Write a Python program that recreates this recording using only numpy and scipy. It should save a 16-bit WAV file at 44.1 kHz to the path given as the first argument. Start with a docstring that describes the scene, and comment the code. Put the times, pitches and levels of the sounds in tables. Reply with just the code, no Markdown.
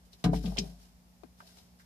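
"""A gecko leaps down inside a glass tank and scrambles along its floor, close to the microphone.
After a faint rumble, its landings make the panels thud and ring, and the tank sways with a deep boom.
Skin rustles as it slides, and claws snap against hard surfaces: both are shaped bursts of noise.
A few light taps follow, over the faint air and electrical hum of a quiet room."""
import sys
import numpy as np
from scipy import signal
from scipy.io import wavfile

SR = 44100
rng = np.random.default_rng(int(sys.argv[2]) if len(sys.argv) > 2 else 0)


def to_wav(sig):
    """Store sig (one row per channel, or 1-D mono) as 16-bit WAV at the path in sys.argv[1].

    Samples outside -1..1 are clipped; the rate is SR.
    """
    pcm = np.clip(np.atleast_2d(sig), -1, 1) * 32767
    pcm = np.round(pcm).astype(np.int16)
    wavfile.write(sys.argv[1], SR, pcm.T)  # frames by channels


N = 81585
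TIME = np.arange(N) / SR

# Low thumps: a faint opening rumble, the gecko's landings, then a light tap. Each row: start in seconds,
# ring strength in dB, push length in ms, favoured ring pitch in Hz, thud level in dB, thud pitch in Hz,
# thud fade in seconds, share by which the thud starts too high, boom level in dB, thud pan in dB.
# Throughout, a "fade" is the time to drop by 60 dB, and "pan" is how much louder left is than right.
LOW_THUMPS = [(0.039, -90, 2.0, 169, -56, 165, 0.083, 0.22, -56, 4),
              (0.243, -26, 1.09, 730, -20.5, 178.5, 0.18, 0.45, -28.5, -2),
              (0.2602, -22.5, 1.8, 270, -42, 177, .09, 0.37, -40, -16),
              (0.2887, -31, 1.87, 456, -35, 169, 0.036, 0.18, -34.5, 1),
              (0.3351, -33.5, 1.42, 417, -21, 179, 0.11, 0.22, -27, 0),
              (0.441, -42.5, 1.24, 465, -20.5, 174.4, 0.19, 0.49, -34.5, 2.5),
              (0.477, -45.5, 1.05, 260, -21.5, 174, 0.12, 0.18, -32.5, 2.5),
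              (0.52, -48.5, 1.2, 742, -31.5, 169.4, 0.15, 0.28, -58, 1),
              (0.580, -39, 1.66, 402, -24.5, 179.5, 0.28, 0.63, -35.5, 2.5),
              (0.633, -45, 4.4, 177, -31, 172.4, 0.16, 0.37, -55, 5),
              (1.2325, -65.5, 0.81, 269, -38, 212.4, 0.066, 0.92, -93, 31)]


def from_db(db):
    """Turn decibels into a number to multiply by."""
    return 10 ** (np.asarray(db) / 20)


def unit_level(x):
    """Scale a signal so that its average power is 1."""
    return x / np.sqrt(np.mean(x ** 2) + 1e-20)


def at_hz(points, hz):
    """Read between the rows of a table, with pitch spaced in octaves."""
    pitches, values = np.transpose(points)
    return np.interp(np.log(hz), np.log(pitches), values)


def pan(db):
    """Share a sound between left and right, keeping its total power."""
    return unit_level(from_db([[db / 2], [-db / 2]]))


def dying(age, fade_s):
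    """Silent before age zero, then falling from 1 by 60 dB every fade_s seconds."""
    return (age >= 0) * np.exp(-np.log(1000) * np.maximum(age, 0) / fade_s)


def noise_bands():
    """Split stereo hiss into bands a third of an octave wide; return their centres and the bands."""
    # How alike the two sides are. Each row: pitch in Hz, likeness from -1 (opposite) to 1 (the same).
    likeness = [(60, 0.93), (250, 0.27), (700, 0.47), (1200, -0.36), (2000, 0.02), (3500, -0.082),
                (5200, -0.14), (10000, -0.02)]
    # The balance at the microphone. Each row: pitch in Hz, pan in dB.
    balance = [(1000, -0.5), (2500, 0.5), (4500, 2.5), (8000, -2), (13000, -1.5)]
    edges = 22 * 2 ** (np.arange(30) / 3)
    centres = np.sqrt(edges[1:] * edges[:-1])
    hiss = rng.standard_normal((2, 2, N + SR // 4))
    bands = []
    for k, hz in enumerate(centres):
        band_filter = signal.butter(2, edges[k:k + 2], "band", fs=SR, output="sos")
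        mid, side = signal.sosfilt(band_filter, hiss[k % 2])[:, -N:]
        alike = np.clip(at_hz(likeness, hz), -.99, .99)
        stereo = np.sqrt(1 + alike) * mid + np.sqrt(1 - alike) * side * [[1], [-1]]
        bands.append(pan(at_hz(balance, hz)) * stereo)
    return centres, np.array(bands)


def mix_bands(bands, gains):
    """Blend the bands into one noise with an average power of 1."""
    return unit_level(np.tensordot(gains, bands, 1))


def room():
    """Quiet air makes a soft noise, and mains electricity adds a steady hum."""
    # The tone of the air. Each row: pitch in Hz, relative level in dB.
    air_tone = [(25, -41), (40, -52), (60, 4), (95, -4.5), (200, -6.5), (340, -18), (700, -14.5),
                (1400, -23), (3700, -25.5), (5400, -22.5), (6900, -27), (14000, -28.5)]
    # The notes of the hum. Each row: pitch in Hz, average level in dB.
    hum_notes = [(59.5, -69), (179.5, -65), (239, -75)]
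    centres, bands = noise_bands()
    air = from_db(-64) * mix_bands(bands, from_db(at_hz(air_tone, centres)))
    hum = sum(from_db(db) * np.sqrt(2) * np.sin(2 * np.pi * (hz * TIME + rng.random()))
              for hz, db in hum_notes)
    return air + hum


def thuds():
    """Each thump has a short, round note that starts high and drops, as when a panel bends."""
    rise_share, settle_s = 0.057, 0.0133  # rise time as a share of the fade; time for the pitch to settle
    out = 0
    for start, _, _, _, db, hz, fade_s, sharp, _, pan_db in LOW_THUMPS:
        age = np.maximum(TIME - start, 0)
        cycles = hz * (age + sharp * settle_s * (1 - np.exp(-age / settle_s)))
        loudness = (1 - np.exp(-age / (rise_share * fade_s))) * dying(age, fade_s)
        out = out + from_db(db) * pan(pan_db) * loudness * np.sin(2 * np.pi * cycles)
    return out


def boom():
    """Every thump feeds one deep note, the pitch at which the whole tank sways."""
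    hz, rise_s, fade_s = 51.9, 0.0081, .55
    tail_db, tail_fade_s = -20, 1.84
    energy = 0
    for start, *_, db, _ in LOW_THUMPS:
        age = np.maximum(TIME - start, 0)
        fall = np.hypot(dying(age, fade_s), from_db(tail_db) * dying(age, tail_fade_s))
        energy = energy + (from_db(db) * (1 - np.exp(-age / rise_s)) * fall) ** 2
    return pan(db=3) * np.sqrt(energy) * np.sin(2 * np.pi * hz * TIME)


def ring(force, hz, fade_s):
    """Each push starts a pure note that dies away."""
    decay = np.exp(-np.log(1000) / (fade_s * SR))
    turn = 2 * np.pi * hz / SR
    return signal.lfilter([0, np.sin(turn)], [1, -2 * decay * np.cos(turn), decay * decay], force + 1e-18)


def panel_ringing():
    """Soft pushes set the panels ringing; a longer push sounds duller."""
    # The tank's natural notes. Each row: pitch in Hz, relative level in dB, fade in seconds, pan in dB.
    notes = [(143.9, 3.5, 0.33, 2), (171.3, 3.5, 0.29, 3), (203.6, -6, 0.41, 10), (261.4, -13.5, 0.63, 1),
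             (294.5, -9, 0.39, 5), (404, -19.5, 0.51, 28), (440, -3.5, 0.27, 10.5), (462.4, -12.5, 0.3, 10),
             (616, -19.5, 0.49, -32), (728, -7.5, 0.31, -1), (767, -24, 0.32, 2), (993, -8.5, 0.15, -4),
             (1215, 1, 0.096, 0), (1560, 4.5, 0.056, 8)]
    spot_db, spot_octaves = 10.5, 0.23  # each push boosts the notes near its favoured pitch
    pushes = []
    for start, db, push_ms, *_ in LOW_THUMPS:
        peak_s = push_ms / 4000  # the push peaks a quarter of the way through
        progress = np.maximum(TIME - start, 0) / peak_s
        push = progress * np.exp(-progress)
        pushes.append(from_db(db) * push / push.sum())
    spots = np.array([spot_hz for _, _, _, spot_hz, *_ in LOW_THUMPS])
    out = 0
    for hz, db, fade_s, pan_db in notes:
        favour = from_db(spot_db * np.exp(-(np.log2(hz / spots) / spot_octaves) ** 2))
        out = out + from_db(db) * pan(pan_db) * ring(favour @ np.array(pushes), hz, fade_s)
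    return out


def skin_rustle(centres, bands):
    """Scales catch and slip, so each slide is a grainy hiss that swells and dies away."""
    # Skin and feet slide over the surfaces. Each row: time of the peak in seconds, level in dB,
    # rise in seconds, fall in seconds, pan in dB.
    slides = [(0.057, -66, 0.0068, 0.022, -14), (0.136, -60.5, 0.016, 0.023, 0),
              (0.205, -65.5, 0.022, 0.09, -0.5), (0.347, -47.5, 0.019, 0.043, 2),
              (0.456, -52.5, 0.034, 0.063, 7.5), (0.540, -59, 0.075, 0.068, 2),
              (0.670, -58, 0.12, 0.072, -0.5), (0.836, -62, 0.051, 0.056, -1),
              (1.405, -64, 0.026, 0.089, 2), (1.482, -60.5, 0.044, 0.096, 2),
              (1.586, -60.5, 0.033, 0.057, 0.5), (1.802, -64, 0.013, 0.035, 1)]
    # The tone of the rustle. Each row: pitch in Hz, relative level in dB.
    rustle_tone = [(200, -3.5), (650, -5.5), (1200, -4), (2200, -6), (3400, -2), (5200, 0.5), (7000, -6.5),
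                   (10000, -5.5), (14000, -9.5)]
    grain_db, grains_per_s = 1.5, 230
    power = 0
    for peak, db, rise_s, fall_s, pan_db in slides:
        age = TIME - peak
        swell = np.exp(np.where(age < 0, -(age / rise_s) ** 2, -age / fall_s))
        power = power + (from_db(db) * pan(pan_db) * swell) ** 2
    flicker = np.interp(TIME * grains_per_s, np.arange(N), rng.standard_normal(N))
    grains = unit_level(from_db(grain_db * flicker))
    return np.sqrt(power) * grains * mix_bands(bands, from_db(at_hz(rustle_tone, centres)))


def knocks(centres, bands):
    """Each hard hit wakes many brief notes at once, made here as noise, and a faint room echo."""
    # Hits of claws, tail and furnishings. Each row: start in seconds, level in dB, centre pitch in Hz,
    # width in octaves, fade in seconds, pan in dB.
    hits = [(0.13, -51, 4220, 0.48, 0.067, -1), (0.24, -30.5, 3160, 1.18, 0.075, 0),
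            (0.24, -34.5, 860, 1.14, 0.17, 1), (0.3315, -28.5, 700, 0.42, 0.051, -2.5),
            (0.34, -48, 1870, 0.21, 0.1, 3), (0.36, -45.5, 3200, 1.2, 0.09, 10),
            (0.457, -43.5, 3230, 0.79, 0.11, 5), (0.44, -46.5, 558, 0.49, 0.32, 1.5),
            (0.5195, -44, 706, 0.29, 0.052, 7), (0.57, -35, 3160, 0.86, 0.049, -15),
            (0.56, -47, 640, 0.88, 0.22, -2), (0.5845, -25, 4970, 0.46, 0.058, 3.5),
            (0.58, -27.5, 2810, 0.47, 0.053, 8), (0.5842, -40, 9500, 1.3, 0.012, -1),
            (0.584, -45, 424, 0.21, 0.15, 18), (0.635, -56.5, 630, 0.29, 0.37, 1),
            (1.2334, -46.5, 603, 1.66, 0.03, 27), (1.4027, -47.5, 1180, 0.74, 0.052, 1.5),
            (1.424, -63.5, 650, 0.13, 0.15, -2), (1.796, -59, 1710, .45, 0.13, 0),
            (1.239, -52.5, 268, 0.34, 0.085, 12), (1.474, -53.5, 4200, 0.36, .04, 2),
            (1.584, -56.5, 4400, 0.54, 0.053, 12), (1.566, -65, 700, .8, 0.14, 2)]
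    rise_s, echo_db, echo_fade_s = 0.0019, -14.5, 0.13
    steepness = 1.64  # how fast the noise weakens away from its centre pitch
    out = np.zeros((2, N))
    for start, db, hz, octaves, fade_s, pan_db in hits:
        age = TIME - start
        tone = (1 + (np.log2(centres / hz) / octaves) ** 2) ** -steepness
        noise = np.roll(mix_bands(bands, tone), rng.integers(N), axis=1)
        rise = np.clip(age / rise_s, 0, 1)
        fall = np.hypot(dying(age, fade_s), from_db(echo_db) * dying(age, echo_fade_s))
        out += from_db(db) * pan(pan_db) * rise * fall * noise
    return out


def glass_colour(sound):
    """The glass rings along with knocks and slides, changing the level of a few narrow bands."""
    # The bands the glass responds to. Each row: pitch in Hz, width in Hz, boost in dB (below 0 is a cut).
    resonances = [(399, 19, 14), (715, 120, 7), (994, 12, 3.5), (1571, 23, 7.5), (2450, 16, 5),
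                  (3150, 42, -1.5), (3074, 26, 6), (3980, 16, 6.5), (5076, 79, 5.5), (5400, 20, 8.5),
                  (5930, 110, 3)]
    out = sound
    for hz, width_hz, db in resonances:
        decay = np.exp(-np.pi * width_hz / SR)
        feedback = [1, -2 * decay * np.cos(2 * np.pi * hz / SR), decay * decay]
        band = (1 - decay * decay) / 2 * signal.lfilter([1, 0, -1], feedback, sound + 1e-18)
        out = out + (from_db(db) - 1) * band
    return out


def scene():
    """The gecko's dash through the tank, over the quiet room."""
    centres, bands = noise_bands()
    contacts = glass_colour(knocks(centres, bands) + skin_rustle(centres, bands))
    bass_cut = signal.butter(4, 129.5, "high", fs=SR, output="sos")  # panels give off little deep bass
    panels = signal.sosfilt(bass_cut, thuds() + panel_ringing())
    return room() + panels + boom() + contacts


def record(dry):
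    """Cut the highest treble steeply."""
    cutoff_hz = 14200
    return signal.sosfilt(signal.ellip(10, .2, 80, cutoff_hz, fs=SR, output="sos"), dry)


dry = scene()
out = record(dry)
to_wav(out)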